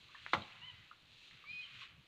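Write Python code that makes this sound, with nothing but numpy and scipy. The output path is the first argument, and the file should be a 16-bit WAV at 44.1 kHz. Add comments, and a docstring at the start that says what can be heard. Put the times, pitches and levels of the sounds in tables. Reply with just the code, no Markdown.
"""An elephant pulls a branch off a tree at the edge of open woodland, some way off.
Fibres tick as short damped pulses; the branch breaks with one sharp crack of decaying modes and splinter
grains, which scatters in the crown and among the trunks and is followed by a low boom.
The dragged foliage rustles in filtered grains. Distant birds give three nasal harmonic calls and
one nearly pure whistle over filtered noise: a faint low rumble of moving air and a fainter hiss."""
import sys
import numpy as np
from scipy import signal
from scipy.fft import rfft, irfft
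from scipy.io import wavfile

SR = 44100
rng = np.random.default_rng(int(sys.argv[2]) if len(sys.argv) > 2 else 0)


def transcribe(signal):
    """Save signal, clipped to [-1, 1], as a 16-bit WAV file at the path in sys.argv[1]."""
    frames = np.atleast_2d(signal).T
    limited = np.clip(frames, -1, 1)
    pcm = np.round(limited * 32767).astype(np.int16)
    wavfile.write(sys.argv[1], SR, pcm)


N = 91463
T = np.arange(N) / SR   # time in seconds


def from_db(db):
    """A level in decibels is twenty times the logarithm of an amplitude; this inverts it."""
    return 10 ** (np.asarray(db) / 20)


def rms_one(x):
    """Normalisation: divide by the root mean square, so that it becomes 1."""
    return x / np.sqrt(np.mean(x ** 2) + 1e-20)


def in_time(rows):
    """Linear interpolation: join the rows of a curve by straight lines over time."""
    s, *columns = np.transpose(rows)
    return [np.interp(T, s, c) for c in columns]


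def coloured(x, points):
    """Minimum-phase filtering: a causal filter with the given spectrum; white noise keeps its power."""
    hz, db = np.transpose(points)
    size = 4096
    bins_hz = np.arange(size // 2 + 1) * SR / size
    # + 1 Hz keeps the logarithm finite at zero
    gain = rms_one(from_db(np.interp(np.log(bins_hz + 1), np.log(hz), db)))
    # folding the cepstrum onto positive times makes the filter causal
    cepstrum = irfft(np.log(gain))
    cepstrum[1:size // 2] *= 2
    cepstrum[size // 2 + 1:] = 0
    impulse_response = irfft(np.exp(rfft(cepstrum)))
    return signal.fftconvolve(x, impulse_response)[:N]


def filtered(x, kind, order, hz):
    """Butterworth filtering: a passband without ripple, low or high."""
    return signal.sosfilt(signal.butter(order, hz, kind, fs=SR, output="sos"), x)


def noise(points):
    """Steady random noise of one colour, rms 1."""
    return rms_one(coloured(rng.standard_normal(N), points))


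def drift(rate_hz):
    """Random modulation: noise below the given rate, with a spread of 1."""
    return rms_one(filtered(rng.standard_normal(N), "low", 2, rate_hz))


def dying(start_s, t60):
    """Exponential decay: silence, then a fall from 1 by 60 dB in t60 seconds."""
    return (T >= start_s) * np.exp(-np.log(1000) * np.maximum(T - start_s, 0) / t60)


def grains(per_s, spread_db):
    """Shot noise: clicks at random times, of uneven size and sign, rms 1."""
    sizes = from_db(spread_db * np.minimum(rng.exponential(1, N), 4))
    signs = rng.choice([-1, 1], N)
    return rms_one(sizes * signs * (rng.random(N) < per_s / SR))


def scatter(delay_s, t60):
    """Diffuse reflection: the response of many small reflectors, with an energy of 1."""
    return rms_one(rng.standard_normal(N) * dying(delay_s, t60)) / np.sqrt(N)


# Wood fibres that snap. Each row: start in seconds, peak of the envelope in dB, pitch in Hz,
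# time to the peak in ms, scatter in the crown in dB relative to the pulse.
FIBRE_SNAPS = [(0.089, -60, 1160, 2.16, 4.5), (0.1466, -47, 1140, 1.6, -4), (0.1508, -46, 1765, 2.4, -8),
               (0.2637, -28.5, 1790, 0.37, -8), (0.3309, -37, 3820, 2.04, -15),
               (0.3337, -15.5, 1190, 0.68, -7), (0.3347, -24.5, 3700, 0.477, -8),
               (.3353, -20.5, 1940, .55, -15), (.3354, -45, 6600, 0.22, -2), (.3386, -50, 6250, 0.34, 3),
               (0.3389, -23, 1116, 1.2, -14), (.3408, -30, 2130, .9, -16), (0.3473, -30, 920, 1.5, -10),
               (.3670, -37, 1235, 1.5, -15), (0.4196, -44, 3930, 2.2, -12), (.4212, -43, 3130, 1.27, -3),
               (.5170, -53, 2580, 0.82, 5), (.9125, -44, 1297, 1.8, -5), (0.9182, -57.5, 1245, 1.72, -4),
               (1.3112, -48.5, 2150, 0.57, -0.5), (1.4391, -52.5, 1168, 3, -3),
               (1.8097, -42, 2700, 0.65, -3), (1.815, -45, 2660, 0.52, -7), (1.8167, -54.5, 1096, 4.0, -2),
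               (1.828, -55, 1120, 3.0, -5)]
CROWN_DELAY_S, CROWN_T60_S = .004, .11
SNAP_LOW_HZ = 410   # thin fibres give off little below this


def snaps():
    """Impulsive radiation: each snap swells and dies within a few cycles, then scatters in the crown."""
    direct, sent = np.zeros((2, N))
    for s, db, hz, rise_ms, scatter_db in FIBRE_SNAPS:
        rise_s = rise_ms / 1000
        age = np.maximum(T - s, 0)
        u = age / rise_s
        envelope = (u * np.exp(1 - u)) ** 2   # reaches 1 at the rise time
        pulse = from_db(db) * envelope * np.sin(2 * np.pi * hz * (age - rise_s))
        direct += pulse
        sent += from_db(scatter_db) * pulse
    out = direct + signal.fftconvolve(sent, scatter(CROWN_DELAY_S, CROWN_T60_S))[:N]
    return filtered(out + 1e-18, "high", 4, SNAP_LOW_HZ)


BREAK_S = .3345   # the branch gives way
# Modes of the ringing branch. Each row: frequency in Hz, initial level in dB, decay by 60 dB in seconds.
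BRANCH_MODES = [(218, -48, 0.28), (330, -37.5, 0.088), (556, -41.5, 0.14), (720, -46, 0.061),
                (845, -33.5, 0.12), (1083, -44, 0.056), (1183, -32.5, 0.06), (1262, -39, 0.096),
                (1358, -33.5, .1), (1568, -41, 0.048), (1870, -42.5, 0.063), (2005, -40, 0.085),
                (2193, -39, 0.076), (2420, -50, 0.077)]


def branch_ring():
    """Modal vibration: the break excites damped sines, with alternating sign."""
    ring = np.zeros(N)
    for k, (hz, db, t60) in enumerate(BRANCH_MODES):
        mode = from_db(db) * dying(BREAK_S, t60) * np.sin(2 * np.pi * hz * (T - BREAK_S))
        ring += (-1) ** k * mode
    return ring


# Spectrum of splintering wood. Each row: frequency in Hz, relative level in dB.
SPLINTER_SPECTRUM = [(40, -34), (150, -23.5), (260, -14), (360, -6.5), (600, -6.5), (1100, -1),
                     (2200, -1.5), (3000, -1), (4000, -3), (5200, -21), (7000, -36), (10000, -39.5),
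                     (15500, -42.5)]
SPLINTERS_PER_S, SPLINTER_SPREAD_DB, SPLINTER_DB = 7000, 2.0, -28
SPLINTER_BUILD_S, SPLINTER_T60_S = 0.0061, 0.064


def splinters():
    """Superposed micro-fractures: a dense run of grains builds quickly and dies exponentially."""
    build = np.clip((T - BREAK_S) / SPLINTER_BUILD_S, 0, 1)
    envelope = build * dying(BREAK_S, SPLINTER_T60_S)
    clicks = grains(SPLINTERS_PER_S, SPLINTER_SPREAD_DB) * envelope
    return from_db(SPLINTER_DB) * coloured(clicks, SPLINTER_SPECTRUM)


EDGE_DB, EDGE_HZ, EDGE_T60_S = -67.5, 5400, 0.0382


def crack_edge():
    """High-passed transient: a decaying burst of noise gives the crack its thin bright edge."""
    burst = rng.standard_normal(N) * dying(BREAK_S, EDGE_T60_S)
    return from_db(EDGE_DB) * filtered(burst + 1e-18, "high", 2, EDGE_HZ)


# Spectrum of the boom. Each row: frequency in Hz, relative level in dB.
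BOOM_SPECTRUM = [(25, -44), (50, -31), (68, -4.5), (95, 1.5), (140, -2.5), (210, -3.5), (270, -8),
                 (350, -10), (600, -7), (1200, -17.5), (4000, -62.5)]
BOOM_DB, BOOM_PEAK_S, BOOM_T60_S = -44.5, 0.029, 0.28   # peak is counted from the break


def boom():
    """Delayed low-frequency arrival: low sound follows the crack over the ground and outlasts it."""
    peak_s = BREAK_S + BOOM_PEAK_S
    swell = np.clip((T - BREAK_S) / BOOM_PEAK_S, 0, 1) * (T < peak_s)
    return from_db(BOOM_DB) * noise(BOOM_SPECTRUM) * (swell + dying(peak_s, BOOM_T60_S))


# Foliage dragged by the branch. Each row: time in seconds, level in dB before the flicker.
LEAF_LEVELS = [(0, -64), (.12, -65), (.29, -60.5), (.36, -57), (.52, -64), (.62, -67.5), (.85, -68),
               (.96, -70.5), (1.06, -69), (1.14, -63.5), (1.26, -60.5), (1.34, -65), (1.43, -68.5),
               (1.6, -62), (1.7, -66.5), (1.82, -57.5), (1.9, -77), (2.07, -71)]
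# Spectrum of the leaves. Each row: frequency in Hz, relative level in dB.
LEAF_SPECTRUM = [(500, -36.5), (1200, -14.5), (1900, -12), (2550, -0.5), (3200, 0), (4050, 0.5),
                 (5200, -17.5), (6800, -17.5), (9500, -33.5), (15500, -43.5)]
LEAF_GRAINS_PER_S, LEAF_SPREAD_DB, LEAF_FLICKER_DB = 6000, 2.5, 0.66


def leaves():
    """Granular friction: dense leaf contacts merge into a hiss whose level flickers slightly."""
    level_db = in_time(LEAF_LEVELS)[0] + LEAF_FLICKER_DB * drift(40)
    contacts = grains(LEAF_GRAINS_PER_S, LEAF_SPREAD_DB) * from_db(level_db)
    return coloured(contacts, LEAF_SPECTRUM)


# Twigs that scrape and crackle. Each row: time in seconds, level in dB.
TWIG_LEVELS = [(0, -73.5), (.14, -63.5), (.19, -61), (.3, -59), (.4, -64.5), (.6, -63), (.9, -66.5),
               (1.05, -82.5), (1.29, -85.5), (1.33, -63.5), (1.42, -64.5), (1.62, -64.5), (1.7, -58.5),
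               (1.77, -55.5), (1.8, -59), (1.83, -51.5), (1.88, -61), (2.07, -79.5)]
# Spectrum of the twigs. Each row: frequency in Hz, relative level in dB.
TWIG_SPECTRUM = [(400, -27), (850, -20.5), (1150, 2), (1700, 2.5), (2600, 8.5), (3300, 5), (4200, -0.5),
                 (5300, -18.5), (7000, -20.5), (10000, -43.5), (15500, -51.5)]
TWIG_GRAINS_PER_S, TWIG_SPREAD_DB = 4500, 2.5


def twigs():
    """Granular friction: sparser contacts than those of the leaves, in a lower band, scrape and crackle."""
    contacts = grains(TWIG_GRAINS_PER_S, TWIG_SPREAD_DB) * from_db(in_time(TWIG_LEVELS)[0])
    return coloured(contacts, TWIG_SPECTRUM)


# Calls of nasal birds. Each row: start in seconds, length in seconds, start pitch in Hz,
# turning pitch in Hz, end pitch in Hz, share of the length before the turn,
# then the rms levels of harmonics 1, 2, 3 and 4 in dB before the flutter.
NASAL_CALLS = [(0.613, .100, 905, 1022, 946, 0.53, -67, -64.5, -54.5, -75.5),
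               (1.484, 0.16, 972, 1043, 974, .30, -103, -87, -66.5, -66.5),
               (1.621, 0.041, 1074, 1069, 920, .2, -86, -70.5, -54, -68.5)]
CALL_EDGE_S, CALL_JITTER, CALL_FLUTTER_DB = 0.0085, 0.0047, 2   # jitter is a fraction of the pitch


def nasal_birds():
    """Harmonic series: four partials share one gliding pitch, each fluttering on its way through the trees."""
    out = np.zeros(N)
    for s, length, start_hz, top_hz, end_hz, share, *levels in NASAL_CALLS:
        u = np.clip((T - s) / length, 0, 1)
        before = (start_hz - top_hz) * (1 - u / share) ** 2
        after = (end_hz - top_hz) * ((u - share) / (1 - share)) ** 2
        hz = top_hz + np.where(u < share, before, after)
        phase = 2 * np.pi * np.cumsum(hz * (1 + CALL_JITTER * drift(100))) / SR
        gate = np.clip(np.minimum(u, 1 - u) * length / CALL_EDGE_S, 0, 1)
        for k, db in enumerate(levels, 1):
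            level = from_db(db + CALL_FLUTTER_DB * drift(60))
            out += np.sqrt(2) * gate * level * np.sin(k * phase)
    return out


# A whistling bird. Each row: time in seconds, pitch in Hz before the jitter, rms level of the note in dB.
WHISTLE_NOTE = [(1.446, 2187, -70.5), (1.468, 2267, -57), (1.502, 2425, -47.5), (1.516, 2439, -46),
                (1.526, 2494, -58.5), (1.534, 2478, -45.5), (1.550, 2479, -49), (1.606, 2483, -45.5),
                (1.630, 2459, -52.5), (1.645, 2350, -61)]
WHISTLE_JITTER = 0.0058   # fraction of the pitch
WHISTLE_OCTAVE_DB, OCTAVE_DB_PER_HZ = -30, 0.0514   # at the highest pitch; gain per Hz below it


def whistling_bird():
    """Frequency modulation: a nearly pure tone rises, holds and sinks a little, with a faint octave."""
    hz, db = in_time(WHISTLE_NOTE)
    phase = 2 * np.pi * np.cumsum(hz * (1 + WHISTLE_JITTER * drift(200))) / SR
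    level = from_db(db) * (T > WHISTLE_NOTE[0][0]) * (T < WHISTLE_NOTE[-1][0])
    octave = from_db(WHISTLE_OCTAVE_DB + OCTAVE_DB_PER_HZ * (hz.max() - hz))
    return np.sqrt(2) * level * (np.sin(phase) + octave * np.sin(2 * phase))


# Spectrum of the scatter from the trunks. Each row: frequency in Hz, relative level in dB.
TRUNK_SPECTRUM = [(60, 12), (300, -26.5), (600, 1.5), (1200, -4), (2500, 2.5), (4000, -2.5), (8000, 3.5),
                  (15500, -17)]
TRUNK_DELAY_S, TRUNK_T60_S = 0.021, 0.92
WOOD_TRUNKS_DB, CALL_TRUNKS_DB, WHISTLE_TRUNKS_DB = -20, -15.5, -19


def trunk_scatter(wood, calls, whistle):
    """Multiple scattering: convolution with a decaying response spreads sound among the trunks."""
    sent = from_db(WOOD_TRUNKS_DB) * wood
    sent = sent + from_db(CALL_TRUNKS_DB) * calls
    sent = sent + from_db(WHISTLE_TRUNKS_DB) * whistle
    trunks = coloured(scatter(TRUNK_DELAY_S, TRUNK_T60_S), TRUNK_SPECTRUM)
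    return signal.fftconvolve(sent, trunks)[:N]


BUSH_DELAY_S, BUSH_T60_S = .004, 0.17
CALL_BUSH_DB, WHISTLE_BUSH_DB = -4.5, -17


def bush_scatter(calls, whistle):
    """Near-field scattering: each bird's sound spreads in the bush it sits in."""
    call_bush = from_db(CALL_BUSH_DB) * scatter(BUSH_DELAY_S, BUSH_T60_S)
    whistle_bush = from_db(WHISTLE_BUSH_DB) * scatter(BUSH_DELAY_S, BUSH_T60_S)
    return (signal.fftconvolve(calls, call_bush) + signal.fftconvolve(whistle, whistle_bush))[:N]


# Spectrum of the return from the tree line. Each row: frequency in Hz, relative level in dB.
TREE_LINE_SPECTRUM = [(900, -15.5), (2050, 5), (2500, -12), (3100, -9), (4500, -12.5)]
TREE_LINE_DB, TREE_LINE_DELAY_S, TREE_LINE_T60_S = -16.5, 0.083, 0.42


def tree_line_echo(calls):
    """Delayed reflection: the nasal calls return late and diffuse from the tree line."""
    response = coloured(scatter(TREE_LINE_DELAY_S, TREE_LINE_T60_S), TREE_LINE_SPECTRUM)
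    return from_db(TREE_LINE_DB) * signal.fftconvolve(calls, response)[:N]


# Low rumble of the air. Each row: time in seconds, level in dB.
RUMBLE_LEVELS = [(0, -70.5), (.08, -73), (.15, -84), (.25, -69.5), (.48, -77), (.58, -69.5), (.82, -65.5),
                 (.89, -80), (1.14, -72.5), (1.28, -84), (1.34, -64.5), (1.41, -82.5), (1.53, -67.5),
                 (1.65, -80.5), (1.74, -64.5), (1.88, -76), (1.99, -63), (2.07, -90)]
# Spectrum of the rumble. Each row: frequency in Hz, relative level in dB.
RUMBLE_SPECTRUM = [(20, -28.5), (45, -14.5), (75, -0.5), (110, 1.5), (160, 0.5), (240, -14.5), (500, -36),
                   (2000, -61.5)]
# Spectrum of the hiss. Each row: frequency in Hz, relative level in dB.
HISS_SPECTRUM = [(20, 4), (120, 0.5), (300, 0.5), (700, -3.5), (1200, -2.5), (3000, -1), (4200, -16.5),
                 (5500, -18), (10000, -24), (15500, -25.5)]
HISS_DB = -72


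def air():
    """Broadband random noise: a low uneven rumble under a faint even hiss."""
    rumble = from_db(in_time(RUMBLE_LEVELS)[0]) * noise(RUMBLE_SPECTRUM)
    return rumble + from_db(HISS_DB) * noise(HISS_SPECTRUM)


def scene():
    """Superposition: direct sounds add to their reflections and to the background."""
    wood = snaps() + branch_ring() + splinters() + crack_edge()
    calls, whistle = nasal_birds(), whistling_bird()
    direct = wood + boom() + leaves() + twigs() + calls + whistle
    echoes = trunk_scatter(wood, calls, whistle) + bush_scatter(calls, whistle) + tree_line_echo(calls)
    return (direct + echoes + air())[None]


def record(dry):
    """Band limitation: a steep elliptic low-pass cuts the top above 15.5 kHz."""
    low_pass = signal.ellip(10, .1, 70, 15500, fs=SR, output="sos")   # ripple and stopband in dB
    return signal.sosfilt(low_pass, dry)


dry = scene()
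out = record(dry)
transcribe(out)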